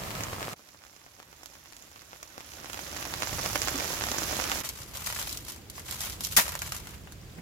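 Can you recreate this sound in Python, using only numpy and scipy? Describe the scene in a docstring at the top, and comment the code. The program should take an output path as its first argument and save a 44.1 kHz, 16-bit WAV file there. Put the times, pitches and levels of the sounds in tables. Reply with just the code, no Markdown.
"""A rainy camp kitchen, heard from three places in turn: at the table, close under the tarp, beside the pot.
Rain is drumming pulses and filtered noise; under the cloth its level fades up, with single drops and a low boom.
At the pot a gas burner hisses and whistles, and bubbles burst as damped tones of rising pitch.
A plastic noodle packet crinkles in clumps of tiny rings and clicks, snaps, and rips open as bursts of noise;
the hollow of the steel pot rings along, and at last the noodles meet the water with a soft slosh."""
import sys
import numpy as np
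from scipy import signal
from scipy.fft import rfft, irfft, next_fast_len
from scipy.io import wavfile
from scipy.ndimage import map_coordinates

SR = 44100
rng = np.random.default_rng(int(sys.argv[2]) if len(sys.argv) > 2 else 0)


def dump_mix(stems):
    """Bounce the given channels to the path in sys.argv[1] as a 16-bit WAV at rate SR."""
    frames = np.atleast_2d(stems).T  # one column per channel
    limited = np.clip(frames, -1, 1)  # hard clip at full scale
    pcm = np.round(limited * 32767).astype(np.int16)
    wavfile.write(sys.argv[1], SR, pcm)


N = 326781
TIME = np.arange(N) / SR  # s

# when each place is heard: start and end, s
AT_TABLE, UNDER_TARP, AT_POT = (-.1, .534), (.563, 4.616), (4.637, 7.6)
REFERENCE_DB = -40  # patter level from which drops and rumble are scaled

# the patter's level fades up under the tarp; spray, lesser drops and rumble rise with it: t/s, level/dB
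PATTER_LEVEL = [(0.58, -62.5), (1.1, -63), (1.55, -60.5), (2.25, -59.5), (2.92, -47), (3.42, -42),
                (4.5, -39.5), (4.6, -40.5)]
# shape of low rumble, from cloth or flame: f/Hz, level/dB
RUMBLE = [(13, -27), (22, -19), (46, -2.5), (70, 1.5), (124, -3.5), (140, -5), (210, -11), (270, -38),
          (460, -120)]
# shape of crisp film crackle: f/Hz, level/dB
CRINKLE = [(1290, -33), (2200, -6), (3140, 0), (3420, 0.5), (7030, 2.5), (8950, -3), (11100, 0.5),
           (15100, -2), (16000, -23)]
# shape of the duller rustle of wide film panels: f/Hz, level/dB
FLEX = [(200, -25), (450, -6), (650, -3), (1100, 1), (2000, -1.5), (3000, -2), (6000, -32)]


def amp(db):
    """Decibels to gain."""
    return 10 ** (np.asarray(db) / 20)


def unit(x):
    """Scale to rms 1."""
    return x / np.sqrt(np.mean(x ** 2) + 1e-20)


def along(points, hz):
    """Read (Hz, value) points on a log frequency axis."""
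    f, v = np.transpose(points)
    return np.interp(np.log(hz + 1), np.log(f + 1), v)


def curves(rows):
    """One value per sample for each column after the time."""
    s, *cols = np.transpose(rows)
    return [np.interp(TIME, s, c) for c in cols]


def wobble(rate):
    """A smooth random curve with this many knots a second."""
    knots = rng.standard_normal(int(N * rate / SR) + 4)
    return map_coordinates(knots, [TIME * rate])


def pan(db):
    """Left and right gains of constant power; positive dB leans left."""
    g = amp(np.array([np.atleast_1d(db), -np.atleast_1d(db)]) / 2)
    return g / np.sqrt(np.mean(g ** 2, axis=0))


def add(track, s, sound):
    """Mix a stereo sound in at time s."""
    i = max(round(s * SR), 0)
    track[:, i:i + sound.shape[1]] += sound[:, :max(N - i, 0)]


def filtered(x, response):
    """Multiply the spectrum of x by a complex response of frequency."""
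    m = next_fast_len(N + SR // 4)
    return irfft(rfft(x, m) * response(np.fft.rfftfreq(m, 1 / SR)), m)[..., :N]


def convolved(x, kernel):
    """Convolve each channel with its kernel and keep the scene's length."""
    return signal.oaconvolve(x, kernel, axes=1)[:, :N]


def colour(x, points, size=4096):
    """Causal minimum-phase filter of the given (Hz, dB) shape, made by folding the cepstrum."""
    gain = amp(along(points, np.fft.rfftfreq(size, 1 / SR)))
    cepstrum = irfft(np.log(gain + 1e-6))
    fold = np.r_[1, np.full(size // 2 - 1, 2), 1, np.zeros(size // 2 - 1)]
    kernel = irfft(np.exp(rfft(cepstrum * fold)))
    return convolved(x, kernel[None])


def heard_at(span):
    """1 while a place is heard, with steep fades outside its span."""
    fade_db_per_s = 1500
    outside = np.maximum(np.maximum(span[0] - TIME, TIME - span[1]), 0)
    return amp(-np.minimum(fade_db_per_s * outside, 200))


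def noise(alike):
    """Stereo white noise whose sides share a fraction of their power, 0-1."""
    shared = np.sqrt(alike) * rng.standard_normal(N)
    return shared + np.sqrt(1 - alike) * rng.standard_normal((2, N))


def air(spectrum):
    """Diffuse noise of rms 1: nearly mono in the bass, unrelated in the treble."""
    # likeness of diffuse sound at the two microphones: f/Hz, shared power/0-1
    likeness = [(40, 1), (150, 0.86), (400, 0.67), (900, 0.09), (3000, 0.02)]
    common = filtered(noise(1.0), lambda hz: np.sqrt(along(likeness, hz)))
    separate = filtered(noise(0), lambda hz: np.sqrt(1 - along(likeness, hz)))
    return unit(colour(common + separate, spectrum))


def grains(rate, scatter_db, width_db, lead_ms=0, lag_ms=.2):
    """Random impulses of rms 1, each with its own size, side and delay between the microphones."""
    count = int(rate * N / SR)
    size, side, lag = rng.standard_normal((count, 3)).T
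    at = rng.integers(0, N, count)
    late = np.round((lead_ms + lag_ms * lag) * SR / 1000).astype(int)
    left, right = amp(scatter_db * np.minimum(size, 2)) * pan(width_db * side)
    train = np.array([np.bincount(at, left, N), np.bincount((at + late) % N, right, N)])
    return unit(train - train.mean(axis=1, keepdims=True))


def pings(span, rate, low_hz, high_hz, t60, scatter_db):
    """Tiny damped rings at random times, each with its own pitch, size and side; rms 1 over the span."""
    length = span[1] - span[0]
    rows = rng.random((int(rate * length), 4))
    when, pitch, side, turn = rows.T[:, :, None]
    size = amp(scatter_db * np.minimum(rng.standard_normal(when.shape), 2))
    t = np.arange(int(t60 * SR)) / SR
    at = ((span[0] + when * length + t) * SR).astype(int).clip(0, N).ravel()
    phase = 2 * np.pi * (low_hz + pitch * (high_hz - low_hz)) * t
    fall = size * amp(-60 * t / t60)
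    left = fall * amp(8.8 * (side - .5)) * np.sin(phase)
    right = fall * amp(10.5 * (.5 - side)) * np.sin(phase + 2 * np.pi * turn)
    pair = np.array([np.bincount(at, v.ravel(), N + 1)[:N] for v in (left, right)])
    return unit(pair) * np.sqrt(length * SR / N)


def arrivals(span, rate, count=100):
    """Irregular times within a span at a steady or changing rate a second."""
    due = np.cumsum(rate * heard_at(span)) / SR
    turns = np.arange(count) + rng.uniform(0, 2, count)
    return np.interp(turns[turns < due[-1]], due, TIME)


def around(x, wet_db, count=5):
    """Short reflections off table and wall: random decaying tails that take turns every 25 ms."""
    # decay of the reflections: f/Hz, t60/s
    decay = [(200, 0.044), (2000, 0.1), (12000, 0.051)]
    hz, t, z = signal.stft(rng.standard_normal((count, 2, SR // 5)), SR, nperseg=256)
    fall = amp(-60 * t / along(decay, hz)[:, None])
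    tails = signal.istft(z * fall, SR, nperseg=256)[1]
    spot = (TIME * 40).astype(int) % count
    echo = np.zeros((2, N))
    for k, tail in enumerate(tails):
        echo += convolved(x * (spot == k), tail / np.linalg.norm(tail[0]))
    return x + amp(wet_db) * np.roll(echo, SR // 1000, axis=1)  # 1 ms later


def rumble():
    """Low, nearly mono rumble: the tarp's rises with the patter level; at the pot, open air and flame waver."""
    # rumble of open air and flame at the pot: t/s, level/dB
    burner = [(4.8, -50), (5.2, -46.5), (5.6, -52), (6.2, -45), (7.4, -47.5)]
    under_db, slope = -5, 0.94  # against the patter at reference level; dB per dB of patter
    tarp_db = REFERENCE_DB + under_db + slope * (curves(PATTER_LEVEL)[0] - REFERENCE_DB)
    level = amp(tarp_db) * heard_at(UNDER_TARP) + amp(curves(burner)[0]) * heard_at(AT_POT)
    return level * unit(colour(noise(0.91), RUMBLE)) * pan(-2.1)


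def billow():
    """The laden cloth heaves once: a low boom that fades slowly."""
    start_s, level_db, fade_db_per_s = 3.28, -41, 17
    t = np.maximum(TIME - start_s, 0)
    boom = amp(level_db - fade_db_per_s * t) * (1 - np.exp(-t / .02))
    return boom * unit(colour(noise(0.92), RUMBLE)) * pan(-2.2)


def push(contact_ms, size=400):
    """A drop pushes the cloth: a sharp pressure peak, then a slower suction."""
    u = np.arange(size) / SR * 1000 / contact_ms
    pulse = u * (1 - u / 2) * np.exp(-u)
    return pulse / pulse.max()


def drumming(rate, scatter_db):
    """Many drops on the cloth; the big slow ones sound dull, the small ones bright."""
    sizes = [(.22, -1.5), (0.094, -4.0), (0.057, -2.5)]  # contact time/ms, level/dB
    total = np.zeros((2, N))
    for contact_ms, db in sizes:
        hits = grains(rate, scatter_db, 3.2, lead_ms=.25)
        total += amp(db) * unit(convolved(hits, push(contact_ms)[None]))
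    return unit(total)


def table_rain():
    """Rain heard from the table: a low wash, with drumming overhead that gets a little louder."""
    # shape of the wash: f/Hz, level/dB
    wash_shape = [(15, -35), (25, -10), (120, 0), (326, -13.5), (659, -8), (887, -13), (1290, -8),
                  (1440, -19), (1740, -13.5), (3520, -20), (7310, -20), (8360, -24.5), (14000, -22.5),
                  (16000, -31)]
    louder = amp(np.interp(TIME, AT_TABLE, [-2, 2]))
    wash = amp(-38.0 + 1.2 * wobble(32.0)) * air(wash_shape)
    drums = amp(-44.0) * drumming(rate=60, scatter_db=5.0)
    rings = amp(-54.0) * pings(AT_TABLE, 150, 520, 1640, t60=0.017, scatter_db=12)
    return (wash + (drums + rings) * louder) * pan(-1.5) * heard_at(AT_TABLE)


def lesser_drops(count=100):
    """Random drops, in the form of the heavy ones: their rate and level rise with the patter level."""
    rate, rate_slope, level_slope = 17, .35, 0.76  # a second at reference level; dB per dB of patter
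    level_db, spread_db, splash_db = -20, 2, -6  # at reference level; scatter; splash against the push
    usual_contact_ms, side_db, side_spread_db = 0.11, -4.5, 3.5
    patter_db = curves(PATTER_LEVEL)[0] - REFERENCE_DB
    chance = rng.standard_normal((count, 4)).clip(-2, 2)
    times = arrivals(UNDER_TARP, rate * amp(rate_slope * patter_db))
    rows = []
    for s, (size, contact, splash, side) in zip(times, chance):
        db = level_db + level_slope * np.interp(s, TIME, patter_db) + spread_db * size
        contact_ms = usual_contact_ms * np.exp(.3 * contact)
        rows.append((s, db, contact_ms, db + splash_db + 3 * splash, side_db + side_spread_db * side))
    return rows


def heavy_drops():
    """Single near drops: a push on the cloth, a tick of splashing water and a smaller rebound."""
    # drops that stand out, levels and side before the trims below:
    # t/s, push level/dB, contact time/ms, splash level/dB, left over right/dB
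    near_drops = [(0.2077, -17.5, 0.15, -32, -4), (0.2366, -14, 0.034, -25, -4), (0.4287, -16, 0.1, -28, 1),
                  (0.8388, -33.5, 0.1, -48, -12), (1.0643, -32.5, 0.16, -52, 0),
                  (1.2012, -27.5, 0.12, -45, 2), (1.3294, -34, 0.16, -49, -7),
                  (1.433, -31, 0.12, -34.5, -9), (1.459, -35, 0.089, -31.5, -8.5),
                  (1.5543, -35, 0.1, -46, -1), (1.7244, -34, 0.15, -34.5, 7), (1.7669, -31, 0.054, -36, -6),
                  (1.9603, -30, 0.11, -49, -3), (2.1317, -25.5, 0.14, -48, -2),
                  (2.2297, -28, 0.12, -28.5, -1), (2.38, -24, 0.17, -31.5, 0),
                  (2.4066, -26.5, 0.12, -34, 0), (2.6992, -20.5, 0.1, -32, -6), (2.744, -21, 0.11, -30, -2),
                  (2.7927, -20.5, 0.096, -29, -5), (2.965, -19.5, 0.09, -25, -9),
                  (3.027, -15.5, 0.086, -26.5, 4), (3.139, -15.5, 0.081, -23, -4),
                  (3.2227, -12, 0.095, -22, -6.5), (3.2326, -13.5, 0.1, -24, -2),
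                  (3.4606, -12, 0.11, -21, -4), (3.5576, -12, 0.1, -14.5, -5),
                  (3.6181, -17.5, 0.15, -17.5, -6), (3.6746, -14, 0.13, -27, -13),
                  (3.6843, -12, 0.1, -19.5, -5), (4.039, -11, 0.1, -26, -1), (4.1164, -13, 0.061, -17.5, 1),
                  (4.1844, -19, 0.18, -19, -6), (4.3998, -12.5, 0.12, -27, -14),
                  (4.4406, -13.5, 0.066, -26, -9), (4.517, -6.5, 0.076, -20, -1)]
    out, t = np.zeros((2, N)), np.arange(700) / SR
    for s, db, contact_ms, splash_db, side_db in [*near_drops, *lesser_drops()]:
        fall = amp(-60 * t / 0.0037) + 0.48 * amp(-60 * t / 0.025)
        splash = amp(splash_db - 5.5) * rng.standard_normal((2, len(t))) * fall
        drop = (amp(db - 2.5) * push(contact_ms, size=len(t)) + splash) * pan(side_db + 4.5)
        late, rebound_s = rng.integers(4, 18), rng.uniform(.002, .006)
        # the left microphone hears it a few samples before the right
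        pair = np.array([np.pad(drop[0], (0, late)), np.pad(drop[1], (late, 0))])
        add(out, s - .0003, pair)
        add(out, s + rebound_s, amp(-11) * pair)
    return out


def tarp_rain():
    """Close under the cloth: single drops, sparse stronger taps, drumming, a far wash and fine spray."""
    # shape of the far patter: f/Hz, level/dB
    patter_shape = [(88, -32.5), (150, -3.5), (352, 2.5), (496, -6.5), (601, 3.5), (671, -2.5),
                    (1150, -2.5), (4000, -7.5), (5200, -41), (8800, -120)]
    # shape of the fine spray: f/Hz, level/dB
    spray_shape = [(1200, -17), (3000, -6), (4500, 0), (7000, -2), (8500, -3), (12000, -1), (16000, -5)]
    # ringing of the right microphone port with sound from overhead: f/Hz, gain/dB
    port = [(100, 1.5), (500, 1.5), (1500, 4), (4000, 4), (5700, 10.5), (7200, 10.5), (8300, 0.5),
            (9800, 3), (11800, 7), (13500, 2.5)]
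    spray_over_db = -0.8  # against the patter level
    patter_db, = curves(PATTER_LEVEL)
    wash = amp(patter_db - 1.45 + 0.81 * wobble(25.04)) * air(patter_shape)
    drums = amp(patter_db - 3.5) * drumming(rate=130, scatter_db=5.5)
    taps = amp(patter_db - 4.5) * drumming(rate=14, scatter_db=4.0)
    rings = pings(UNDER_TARP, 1200, 1870, 16000, t60=.0027, scatter_db=4.5)
    droplets = grains(2200, 3.8, 6.3) + .7 * rings + .5 * noise(0)
    spray_level = amp(patter_db + spray_over_db + 0.73 * wobble(13))
    spray = spray_level * unit(colour(droplets, spray_shape))
    # the wet cloth softens the top of every impact
    cloth = [(150, 1.0), (400, 0), (700, 0.0), (2000, -0.5), (7000, 0.0), (10000, -4), (16000, -6.0)]
    impacts = colour((drums + taps) * heard_at(UNDER_TARP) + heavy_drops(), cloth)
    left, right = around((wash + spray) * heard_at(UNDER_TARP) + impacts, wet_db=-9.5)
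    return np.array([left, colour(right[None], port)[0]])


def thumps():
    """Soft, heavily damped low knocks: two tones each."""
    # thumps of the cloth, and last the noodles meeting the water: t/s, level/dB, f/Hz
    knocks = [(3.31, -25.5, 103), (3.744, -26.5, 271), (3.783, -34, 340), (7.379, -33, 170)]
    out, t = np.zeros((2, N)), np.arange(SR // 5) / SR
    for s, db, hz in knocks:
        upper = np.sin(2 * np.pi * hz * 1.37 * t + rng.uniform(0, 2 * np.pi))
        swing = np.sin(2 * np.pi * hz * t) + .5 * upper
        envelope = (1 - np.exp(-t / 0.0061)) * amp(-60 * t / 0.11)
        add(out, s, amp(db + 0.5) * swing * envelope * pan(-3.5))
    return out


def bubbles(count=300):
    """Steam bubbles burst as short damped tones with a rising pitch."""
    out, t = np.zeros((2, N)), np.arange(SR // 30) / SR
    times = rng.uniform(AT_POT[0], N / SR, size=count)
    for s, (pitch, size, side) in zip(times, rng.standard_normal((count, 3))):
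        cycles = 1100 * np.exp(.6 * pitch) * t
        envelope = np.exp(-cycles / 2.1) * (1 - np.exp(-2 * cycles))
        pop = np.sin(2 * np.pi * cycles * (1 + 6 * t)) * envelope
        add(out, s, amp(-54 + 2.5 * size) * pop * pan(3 * side))
    return out


def simmer():
    """Pot and burner: bursting bubbles, a noise hiss, a fizz of damped rings and a thin unsteady whistle."""
    # shape of the burner's hiss: f/Hz, level/dB
    hiss_shape = [(120, -19), (220, 0.5), (320, 1.5), (480, -3), (650, -6.5), (850, -9.5), (1200, -10),
                  (2500, -11.5), (5000, -15.5), (7000, -14), (9000, -20.5), (12000, -18.5), (16000, -22)]
    hiss_db, whistle_db, waver_hz = -52, -71, 35
    hiss = amp(hiss_db + 1.66 * wobble(9)) * air(hiss_shape)
    fizz = amp(-64.5) * pings(AT_POT, 410, 1030, 8000, t60=0.0083, scatter_db=6)
    whistle_phase = 2 * np.pi * np.cumsum(4800 + waver_hz * wobble(90)) / SR
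    whistle = amp(whistle_db + 3 * wobble(6)) * np.sin(whistle_phase) * pan(-12)
    return (bubbles() + hiss + fizz + whistle) * pan(-1.3) * heard_at(AT_POT)


def noodles():
    """The dry block is dipped into the water: a short, soft slosh of noise."""
    swell = np.exp(-((TIME - 7.388) / 0.016) ** 2)
    slosh = [(100, -13), (250, -3), (700, 1), (1200, -11), (2100, -6), (3500, -23), (9000, -24)]
    return amp(-46.5) * swell * air(slosh)


def effort():
    """Crinkle and flex levels in dB: every squeeze builds, holds and relaxes in the same way."""
    # hands squeeze and pull the packet: t/s, length/s, crinkle level/dB, flex against crinkle/dB
    squeezes = [(4.645, 0.027, -36.5, -5.5), (4.76, .05, -44.5, -3.5), (4.95, 0.11, -42, -2),
                (5.055, 0.049, -35.5, -5), (5.16, 0.056, -35.5, -5), (5.27, 0.059, -39.5, -7.5),
                (5.48, 0.018, -41.5, -6), (5.76, 0.023, -44.5, -9), (5.89, .04, -38.5, -4.5),
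                (6.0, 0.084, -36, -4.5), (6.243, 0.01, -36, -15), (6.32, 0.028, -37.5, -10),
                (6.44, 0.077, -39, 0), (6.625, 0.045, -39.5, -4), (6.725, 0.026, -39.5, -2.5),
                (6.82, 0.12, -51.5, 0.5)]
    grip_db_per_s, relax_db_per_s = 343, 173
    # the packet also rustles faintly while it is turned over
    turning = (4.65, 5.53 - 4.65, -50.5, -4)
    crinkle_db = flex_db = np.full(N, -90.)
    for s, length, db, flex in [*squeezes, turning]:
        before, after = np.maximum(s - TIME, 0), np.maximum(TIME - s - length, 0)
        level = db - grip_db_per_s * before - relax_db_per_s * after
        crinkle_db = np.maximum(crinkle_db, level)
        flex_db = np.maximum(flex_db, level + flex)
    return crinkle_db, flex_db


def buckling(count=400):
    """Clumping gain: each run of buckling facets sets in at once and dies away over a steady rustle."""
    rate, t60, steady = 85, 0.052, 0.69  # runs a second, s, power of the rustle between runs
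    at = (arrivals(AT_POT, rate, count=count) * SR).astype(int)
    strength = amp(5 * rng.standard_normal(count).clip(-2, 2))
    runs = np.bincount(at, strength[:len(at)], N)
    power = signal.lfilter([1], [1, -amp(-120 / (t60 * SR))], runs)
    power /= np.average(power, weights=heard_at(AT_POT))
    return np.sqrt((power + steady) / (1 + steady))


def crinkle():
    """Tiny facets of film buckle in clumps, each at its own pitch; wider panels flex with a duller rustle."""
    crinkle_db, flex_db = effort()
    clumps = buckling() * amp(0.95 * wobble(240))
    rings = pings(AT_POT, 3000, 1570, 15800, t60=0.0041, scatter_db=1.5)
    facets = rings + 0.88 * grains(1500, 2.6, 5.5) + 0.62 * noise(0)
    panels = unit(grains(1100, 4.3, 4.7) + 0.44 * noise(0))
    ticks = amp(crinkle_db - 2.6) * colour(facets, CRINKLE) * pan(0.72)
    flex = amp(flex_db - 3.5) * unit(colour(panels, FLEX)) * pan(-0.66)
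    return (ticks + flex) * clumps * heard_at(AT_POT)


def small_creases(count=100):
    """Random snaps whose strength follows the squeezes."""
    rate, over_db, spread_db, usual_dull_db = 22, 3.5, 3.5, -5.5  # a second; over the crinkle; scatter
    crinkle_db = effort()[0]
    chance = rng.standard_normal((count, 3)).clip(-2, 2)
    rows = []
    for s, (size, dull, side) in zip(arrivals(AT_POT, rate), chance):
        db = np.interp(s, TIME, crinkle_db) + over_db + spread_db * size
        rows.append((s, db, usual_dull_db + 6 * dull, 3 * side))
    return rows


def snaps():
    """Larger creases flip over with a crack and a brief flutter."""
    # loudest creases, before the trims below: t/s, level/dB, dull against bright/dB, left over right/dB
    creases = [(4.6427, -35, 2, 0), (4.69, -29, -17, 2), (5.072, -28.5, -6, 4), (5.1623, -33, 3, 0),
               (5.2144, -31, -2, 2), (5.3273, -29.5, -11, 3), (5.373, -31, -24, 0), (5.4824, -35, 0, -1),
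               (5.6993, -35.5, -16, 1), (5.7956, -40, -25, 3), (6.0065, -28.5, -10, 1),
               (6.207, -28, -7.5, -1), (6.237, -33, -17, -4), (6.2483, -24.5, -24, -7), (6.48, -28, 2, -1),
               (6.5204, -33, -3, -2), (6.5528, -27.5, -0.5, -2), (6.591, -32.5, -11, -1),
               (6.6192, -26, 1.5, -1), (6.721, -26.5, -1.5, 0), (6.8714, -36, 1, 1), (7.073, -42.5, 15, -1),
               (7.1225, -41, -6, 1)]
    bright, dull, t = np.zeros((2, N)), np.zeros((2, N)), np.arange(SR // 25) / SR
    for s, db, dull_db, side_db in [*creases, *small_creases()]:
        fall = 0.65 * amp(-60 * t / 0.0051) + 0.39 * amp(-60 * t / 0.038)
        crack = rng.standard_normal((2, len(t))) * fall
        crack = amp(db + 8.5) * crack * pan(side_db) / np.hypot(1, amp(dull_db))
        add(bright, s, crack)
        add(dull, s, amp(dull_db + 6.5) * crack)
    return colour(bright, CRINKLE) + colour(dull, FLEX)


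def tear():
    """The seam gives way in one bright rip; the opened bag then puffs out."""
    # shape of the rip: f/Hz, level/dB
    rip_shape = [(150, -8), (600, -14.5), (2000, -3), (4500, -1.5), (7000, 1.5), (8500, -2.5), (12000, 1.5),
                 (14500, 0), (16000, -15)]
    t = np.maximum(TIME - 6.3642, 0)
    seam = (1 - np.exp(-(t / 0.0014) ** 2)) * amp(-60 * t / 0.18 + 0.87 * wobble(300))
    bag = (t / 0.016) ** 2 * np.exp(2 - 2 * t / 0.018)
    rip = amp(-11) * seam * unit(colour(grains(12000, 3, 2.6) + noise(0), rip_shape)) * pan(.8)
    puff_shape = [(60, -15), (250, -4.5), (450, -6.5), (800, 0.5), (1500, 2.5), (4000, -7), (9000, -16.5)]
    return rip + amp(-22) * bag * air(puff_shape)


def packet():
    """The packet is held over the pot, whose hollow rings along as a bank of resonances."""
    # resonances of the air in the pot: f/Hz, width/Hz, relative level/dB
    pot = [(586, 29, 4), (906, 55, -11), (1010, 78, -8), (1240, 100, -8.5), (1950, 40, -2.5),
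           (2225, 64, -6), (2690, 36, -10)]

    def hollow(f):
        """Sum of band-pass resonances."""
        return sum(amp(db) * 1j * f * w / (hz * hz - f * f + 1j * f * w) for hz, w, db in pot)

    film = crinkle() + snaps() + tear()
    return around(0.91 * film + amp(-5) * filtered(film, hollow), wet_db=-7)


def scene():
    """All sources, left and right."""
    rain = table_rain() + tarp_rain() + rumble() + billow() + thumps()
    return rain + simmer() + packet() + noodles()


def record(dry):
    """The recorder cuts the treble steeply above its band limit."""
    top_hz = 16000
    return filtered(dry, lambda hz: 1 / (1 + (hz / top_hz) ** 240))


dry = scene()
out = record(dry)
dump_mix(out)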